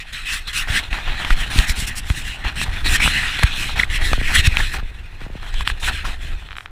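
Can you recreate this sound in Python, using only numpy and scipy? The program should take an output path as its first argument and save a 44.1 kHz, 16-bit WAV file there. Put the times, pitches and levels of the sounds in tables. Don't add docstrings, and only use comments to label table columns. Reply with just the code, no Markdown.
import sys
import numpy as np
from scipy import signal
from scipy.fft import rfft, irfft
from scipy.io import wavfile
from scipy.ndimage import uniform_filter1d

SR = 44100
rng = np.random.default_rng(int(sys.argv[2]) if len(sys.argv) > 2 else 0)


def persist_wave(psi):
    counts = np.round(np.clip(psi, -1, 1) * 32767).astype(np.int16)
    wavfile.write(sys.argv[1], SR, np.atleast_2d(counts).T)


N = 295894
TIME_S = np.arange(N) / SR
FREQS_HZ = np.fft.rfftfreq(4096, 1 / SR)

# f/Hz, relative level/dB
SHELL_SPECTRUM = [(100, 9.5), (450, -5.5), (1000, -0.5), (1800, 0.5), (4100, -2.5), (4700, -10.5),
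                  (5500, -17), (11000, -19.5), (15000, -31)]


def gain_of(db):
    return 10 ** (np.asarray(db) / 20)


def unit_rms(x):
    return x / np.sqrt(np.mean(x ** 2) + 1e-20)


def unit_peak(x):
    return x / (abs(x).max() + 1e-20)


def spectrum_db(points, hz=FREQS_HZ):
    points_hz, db = np.transpose(points)
    return np.interp(np.log(hz + 1), np.log(points_hz), db)


def curve_db(points):
    times_s, db = np.transpose(points)
    return np.interp(TIME_S, times_s, db)


def add(mix, start_s, sound):
    part = mix[max(round(start_s * SR), 0):][:len(sound)]
    part += sound[:len(part)]


def resonance_db(hz, width_hz, lift_db):
    return lift_db / (1 + (2 * (FREQS_HZ - hz) / width_hz) ** 2)


def colour(x, db):
    log_gain = np.log(gain_of(np.r_[db, db[-2:0:-1]]))
    response = np.exp(np.conj(signal.hilbert(log_gain)))
    taps = np.fft.ifft(response).real
    return signal.oaconvolve(x, taps[:len(FREQS_HZ)])[:len(x)]


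def wander(corner_hz):
    hz = np.fft.rfftfreq(N, 1 / SR)
    return unit_rms(irfft(rfft(rng.standard_normal(N)) / (1 + (hz / corner_hz) ** 2), N))


def grains(per_s, spread_db):
    size = gain_of(spread_db * np.minimum(rng.exponential(1, N), 4))
    return unit_rms(size * rng.choice([-1, 1], N) * (rng.random(N) < per_s / SR))


def contact(length_s, attack_s, release_s):
    t = np.arange(0, length_s, 1 / SR)
    return t, np.clip(np.minimum(t / attack_s, (length_s - t) / release_s), 0, 1)


def moving_contact(x, depth_db):
    frames = signal.stft(x, nperseg=512, noverlap=384)[2]
    patches = rng.standard_normal(frames.shape)
    for _ in range(2):
        patches = uniform_filter1d(patches, size=4, axis=0)
        patches = uniform_filter1d(patches, size=14, axis=1)
    frames = frames * gain_of(depth_db * unit_rms(patches))
    return unit_rms(signal.istft(frames, nperseg=512, noverlap=384)[1][:N])


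def wind(rub_level, trim_db=4, lump_db=2.4, swing_db_per_db=0.17):
    # t/s, level before trim and swing/dB
    strength = [(0.0, -37), (0.95, -29), (1.9, -30), (2.35, -32.5), (2.9, -23.5), (3.15, -25.5),
                (3.3, -33.5), (3.75, -24.5), (4.25, -22), (4.65, -24), (4.98, -29), (5.7, -27.5),
                (6.35, -26), (6.48, -32.5)]
    # f/Hz, relative level/dB
    gust_spectrum = [(8, -7.5), (24, 4), (35, -5), (65, -8.5), (110, -20), (200, -33.5), (400, -37),
                     (3000, -66)]
    eddies = rng.standard_normal(N) * gain_of(lump_db * wander(corner_hz=27))
    response = gain_of(spectrum_db(gust_spectrum, np.fft.rfftfreq(N, 1 / SR)))
    rumble = irfft(rfft(eddies) * response, N)
    swing = unit_rms(uniform_filter1d(rub_level, size=2000)) ** swing_db_per_db
    return gain_of(curve_db(strength) + trim_db) * swing * unit_rms(rumble)


def boot_load(fade_db=9):
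    # t/s, relative level/dB
    shuffle = [(0.5, -56), (1.05, -42), (1.6, -40), (2.1, -49.5), (2.6, -43.5), (3.6, -45), (5.0, -56),
               (5.4, -50), (6.7, -54)]
    # start/s, length/s, relative level/dB
    presses = [(0.667, 0.18, -35.5), (0.929, 0.093, -31.5), (1.071, 0.083, -33), (1.187, 0.24, -35),
               (1.525, 0.14, -36), (2.441, 0.063, -30), (2.658, 0.043, -29.5), (2.846, 0.127, -35),
               (2.994, 0.095, -32), (3.229, 0.017, -31), (3.687, 0.024, -30), (3.755, .07, -28),
               (3.98, 0.13, -36), (4.283, 0.066, -31), (4.531, 0.084, -36), (4.736, 0.072, -31.5),
               (5.195, 0.077, -42.5), (5.418, 0.098, -40), (5.819, 0.047, -33), (5.872, 0.058, -30.5),
               (6.033, 0.12, -36), (6.318, 0.03, -37.5)]
    power = gain_of(curve_db(shuffle)) ** 2
    for start_s, length_s, db in presses:
        t, load = contact(length_s, attack_s=0.0074, release_s=0.0065)
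        add(power, start_s, (load * gain_of(db - fade_db * t / length_s)) ** 2)
    return np.sqrt(power)


def snow_crunch(trim_db=4.5, clump_db=1.5):
    # f/Hz, relative level/dB
    snow_spectrum = [(100, 1), (250, -4), (520, -10), (750, 1.5), (1100, -2), (1500, 1.5), (2200, -5),
                     (4000, -13.5), (9000, -32)]
    cracks = grains(per_s=1000, spread_db=2.5) * gain_of(clump_db * wander(corner_hz=61))
    crunch = moving_contact(colour(cracks, spectrum_db(snow_spectrum)), depth_db=1)
    return boot_load() * gain_of(trim_db) * crunch


def fingertip_pops(start_hz=1000, end_hz=65, fall_s=0.003, decay_s=0.006):
    # t/s, peak/dB
    pops = [(4.114, -24), (4.178, -22), (4.212, -20.5), (4.826, -31.5), (5.214, -31), (5.263, -27.5),
            (5.299, -30), (5.352, -26)]
    out, t = np.zeros(N), TIME_S[:SR // 10]
    hz = end_hz + (start_hz - end_hz) * np.exp(-t / fall_s)
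    glide = np.sin(2 * np.pi * np.cumsum(hz) / SR)
    pop = unit_peak(glide * np.exp(-t / decay_s) / hz)
    for start_s, db in pops:
        add(out, start_s, gain_of(db) * pop)
    return out


def case_creak():
    # t/s, peak/dB
    slips = [(6.488, -21.5), (6.508, -17.5), (6.517, -20), (6.529, -19), (6.5544, -22), (6.567, -16),
             (6.5838, -12.5), (6.607, -18), (6.659, -15.5)]
    # f/Hz, relative level/dB, T60/s
    modes = [(1250, 10, 0.0049), (1770, 12, 0.0036), (2430, 4.5, 0.0087), (3130, 2.5, 0.0071),
             (3850, -4.5, 0.012), (5430, -11, 0.004)]
    out, t = np.zeros(N), TIME_S[:SR // 20]
    tick = sum((-1) ** k * gain_of(db - 60 * t / t60_s) * np.sin(2 * np.pi * hz * t)
               for k, (hz, db, t60_s) in enumerate(modes))
    for start_s, db in slips:
        add(out, start_s, gain_of(db) * unit_peak(tick))
    return out


def air_thumps(fade_cycles=0.28, sag_cycles=1.0):
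    # t/s, peak/dB, initial f/Hz
    shoves = [(0.699, -12.5, 98), (0.915, -16.5, 52), (1.307, -3.5, 29.5), (1.396, -13, 42.3),
              (1.559, -13, 164), (1.583, -2.5, 68.5), (1.698, -11.5, 77), (1.823, -25, 165),
              (2.103, -5, 98), (2.454, -12.5, 55), (2.682, -12, 73), (3.05, -11.5, 115), (3.438, -1, 94),
              (4.126, -9, 51.6), (4.18, -13, 48), (4.391, -9, 75), (4.474, -0.5, 94), (4.83, -17, 45),
              (5.535, -13.5, 33), (5.712, -13.5, 50.5)]
    out, t = np.zeros(N), TIME_S[:SR // 5]
    for start_s, db, hz in shoves:
        cycles = hz * t
        swing = np.sin(2 * np.pi * sag_cycles * np.log1p(cycles / sag_cycles))
        envelope = cycles ** 2 * np.exp(-cycles / fade_cycles)
        add(out, start_s, gain_of(db) * unit_peak(swing * envelope))
    return out


def skin_squeaks(relative_width=0.34, lift_db=25):
    # centre/s, rms at centre/dB, f/Hz, length/s
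    squeaks = [(0.15, -34, 3900, 0.061), (0.483, -28, 3900, 0.036), (2.869, -23, 4160, 0.059),
               (2.957, -15.5, 1820, .03), (3.004, -16, 2220, 0.011), (3.029, -17, 2380, 0.039),
               (3.21, -26, 1820, 0.24), (3.436, -10, 1700, 0.00897), (3.559, -29.5, 3400, .07),
               (3.799, -10.5, 2040, 0.012), (3.80, -18, 3580, 0.012), (3.835, -10, 1970, 0.0061),
               (4.062, -29, 3970, 0.11), (4.362, -14, 1920, 0.033), (4.605, -15, 1770, 0.012),
               (5.584, -33.5, 3200, .1), (5.885, -21.5, 1450, 0.032)]
    out = np.zeros(N)
    for centre_s, db, hz, length_s in squeaks:
        shell_db = spectrum_db(SHELL_SPECTRUM) + resonance_db(hz, relative_width * hz, lift_db)
        chatter = colour(rng.standard_normal(SR), shell_db)
        arch = np.sqrt(signal.windows.hann(int(length_s * SR)))
        add(out, centre_s - length_s / 2, gain_of(db) * unit_rms(chatter[-len(arch):]) * arch)
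    return out


def through_case(x, db):
    # f/Hz, width/Hz, lift/dB
    modes = [(1640, 95, 2), (1900, 125, 3), (2505, 71, 3.5), (3410, 360, 2.5), (3900, 770, -2.5)]
    return colour(x, db + sum(resonance_db(*mode) for mode in modes))


def finger_knocks(rattle_gain=0.5, relative_width=0.74, lift_db=12):
    # t/s, peak/dB, favoured f/Hz, rattle decay/s
    knocks = [(0.929, -9, 2470, 0.0033), (1.248, -7.5, 2700, 0.0028), (1.305, -5.5, 1480, 0.0036),
              (1.588, 2.5, 4130, 0.0011), (1.696, -8.5, 4550, 0.0023), (2.102, -5.5, 2620, 0.00025),
              (2.102, -21, 1170, 0.0037), (2.615, -8, 2430, 0.00092), (3.061, -7, 1300, 0.0012),
              (3.077, -2, 1280, 0.0017), (3.389, -10, 2210, 0.0017), (3.394, -11, 2020, 0.00079),
              (3.428, -11, 960, 0.0032), (3.433, -1.5, 9500, 0.0032), (4.132, -1.5, 1160, 0.0018),
              (4.213, -13, 1850, 0.0013), (4.57, 1, 2670, 0.0011), (4.593, -10, 1330, 0.00071),
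              (4.599, -11.5, 800, 0.0049), (4.801, -26, 1380, 0.0031), (5.541, -17.5, 6500, 0.0026),
              (5.608, -13.5, 1280, 0.0024), (5.675, -9, 1250, 0.00073), (5.676, -2, 3580, 0.00073),
              (5.700, -9, 1540, 0.0022), (6.05, -15, 1380, 0.015)]
    out, t = np.zeros(N), TIME_S[:len(FREQS_HZ)]
    impulse = t == 0
    for start_s, db, hz, decay_s in knocks:
        rattle = rattle_gain * rng.standard_normal(len(t)) * np.exp(-t / decay_s)
        shell_db = spectrum_db(SHELL_SPECTRUM) + resonance_db(hz, relative_width * hz, lift_db)
        add(out, start_s, gain_of(db) * unit_peak(through_case(impulse + rattle, shell_db)))
    return out


def hand_strokes(swell_db=7.5, fizz_swell_db=5, crest_exponent=0.82, fidget_db=2.34, grip_fizz_db=-14.5):
    # t/s, level/dB
    grip = [(0.0, -41.5), (0.45, -39.5), (0.8, -28.5), (0.875, -40), (1.0, -40), (1.72, -32.5), (2.02, -39),
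            (2.55, -38.5), (2.99, -28.5), (3.46, -28.5), (3.87, -41), (4.0, -33), (4.55, -27.5),
            (4.83, -45), (5.05, -49.5), (5.75, -42.5), (6.46, -45), (6.71, -60)]
    # start/s, length/s, rub at full speed/dB, fizz re rub before trim/dB, fastest point/fraction
    strokes = [(0.0, 0.04, -28, -15, 0), (0.124, 0.14, -28.5, -10, 0), (0.255, 0.15, -23.5, -5, 0.55),
               (0.47, 0.056, -27.5, -7.5, 0.12), (0.528, 0.11, -21, -3.5, 0.48),
               (0.679, 0.13, -17.5, -9.5, 0.74), (0.904, 0.15, -27.5, -15.5, 0.24),
               (1.047, 0.1, -26.5, -39, 0.22), (1.14, 0.11, -25.5, -15.5, 0.74),
               (1.252, 0.096, -25.5, -9.5, 0.8), (1.362, 0.089, -25, -8, 0.58),
               (1.501, 0.16, -21.5, -5, 0.52), (1.668, 0.065, -26, 2, 0.47),
               (1.755, 0.11, -25.5, -1.5, 0.45), (1.865, 0.042, -26.5, 1.5, 0.27),
               (1.952, 0.056, -32, 6.5, 0.56), (2.052, 0.11, -30.5, -4.5, 0.42),
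               (2.144, 0.091, -28.5, -4, 0.36), (2.234, 0.14, -31.5, -5, 0.3),
               (2.437, 0.074, -23, -18.5, 0.68), (2.555, 0.097, -22.5, -5.5, 0.83),
               (2.843, 0.064, -19.5, -9, 0.3), (2.878, 0.1, -19.5, -0.5, 0.81),
               (2.997, 0.13, -17, -5.5, 0.34), (3.093, 0.33, -21, -12, 0.17),
               (3.518, 0.23, -23.5, -8, 0.42), (3.757, 0.1, -22, -9.5, 0.4), (3.898, 0.09, -22, -8, 0.71),
               (4.007, 0.17, -25.5, -4.5, 0.27), (4.224, 0.16, -23.5, -7, 0.8),
               (4.337, 0.045, -13.5, -4.5, 0.37), (4.368, 0.051, -14, -8.5, 0.46),
               (4.438, 0.046, -15, -6.5, 0.78), (4.576, 0.15, -25, -8, 0), (4.715, 0.067, -26, -7, 0.37),
               (4.983, 0.035, -41, -16, 0.2), (5.409, 0.12, -36.5, -11, 0.67),
               (5.522, 0.12, -32, -9.5, 0.84), (5.649, 0.079, -25, -12.5, 0.56),
               (5.797, 0.1, -33, 2.5, 0.75), (5.826, 0.084, -18.5, -9.5, 0.68),
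               (5.901, 0.14, -30, -10, 0.26), (6.044, 0.11, -29.5, -9.5, 0.1),
               (6.203, 0.16, -35.5, -10, 0.13), (6.561, .11, -60.5, 11.5, 0.06)]
    rub_power = gain_of(curve_db(grip) + fidget_db * wander(corner_hz=23)) ** 2
    fizz_power = rub_power * gain_of(grip_fizz_db) ** 2
    for start_s, length_s, db, fizz_db, fastest in strokes:
        t, touch = contact(length_s, attack_s=0.0027, release_s=0.011)
        slowness = np.interp(t / length_s, [0, np.clip(fastest, 0.05, 0.95), 1], [1, 0, 1])
        level = touch * gain_of(db - swell_db * slowness ** crest_exponent)
        add(rub_power, start_s, level ** 2)
        add(fizz_power, start_s, (level * gain_of(fizz_db - fizz_swell_db * slowness)) ** 2)
    return np.sqrt(rub_power), np.sqrt(fizz_power)


def case_rubbing(rub_level, fizz_level, judder_db=0.78, fizz_trim_db=-0.83):
    # f/Hz, relative level/dB
    rasp_spectrum = [(150, -28.5), (500, -31.5), (900, -21), (1300, -9), (1800, -1), (2200, -4), (2600, -1),
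                     (3200, -5), (4150, -4.5), (4700, -25.5), (6500, -25.5), (15000, -72)]
    fizz_spectrum = [(2500, -34), (4500, -1), (5600, 4), (6500, -1.5), (7900, 4), (9000, 1), (10400, -1),
                     (11800, -7.5), (13300, -9.5), (15000, -8.5)]
    drag_spectrum = [(30, -3.5), (120, 1.5), (270, -7), (500, -25), (2000, -47)]
    # t/s, drag re rasp/dB
    pressure = [(.6, -19), (1.2, -12), (1.58, -6), (3.05, -8.5), (3.3, -17.5), (3.7, -13), (4.3, -13.5),
                (5.9, -21)]
    slips = grains(per_s=11000, spread_db=0) * gain_of(judder_db * wander(corner_hz=106))
    rasp = moving_contact(through_case(slips, spectrum_db(rasp_spectrum)), depth_db=3)
    noisy_slips = slips + 0.78 * rng.standard_normal(N)
    fizz = moving_contact(colour(noisy_slips, spectrum_db(fizz_spectrum)), depth_db=2.25)
    coarse_slips = grains(per_s=300, spread_db=3)
    drag = gain_of(curve_db(pressure)) * unit_rms(colour(coarse_slips, spectrum_db(drag_spectrum)))
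    return rub_level * (rasp + drag) + fizz_level * gain_of(fizz_trim_db) * fizz


def scene():
    rub_level, fizz_level = hand_strokes()
    handling = case_rubbing(rub_level, fizz_level) + finger_knocks() + skin_squeaks()
    handling += air_thumps() + fingertip_pops() + case_creak()
    return (handling + snow_crunch() + wind(rub_level))[None]


def record(dry, low_cut_hz=6, ceiling=0.92, high_cut_hz=15500):
    x = signal.sosfilt(signal.butter(1, low_cut_hz, "highpass", fs=SR, output="sos"), dry)
    limited = x / (1 + (x / ceiling) ** 8) ** (1 / 8)
    lowpass = signal.firwin(511, high_cut_hz, window=("kaiser", 9), fs=SR)
    return signal.oaconvolve(limited, lowpass[None], "same")


dry = scene()
out = record(dry)
persist_wave(out)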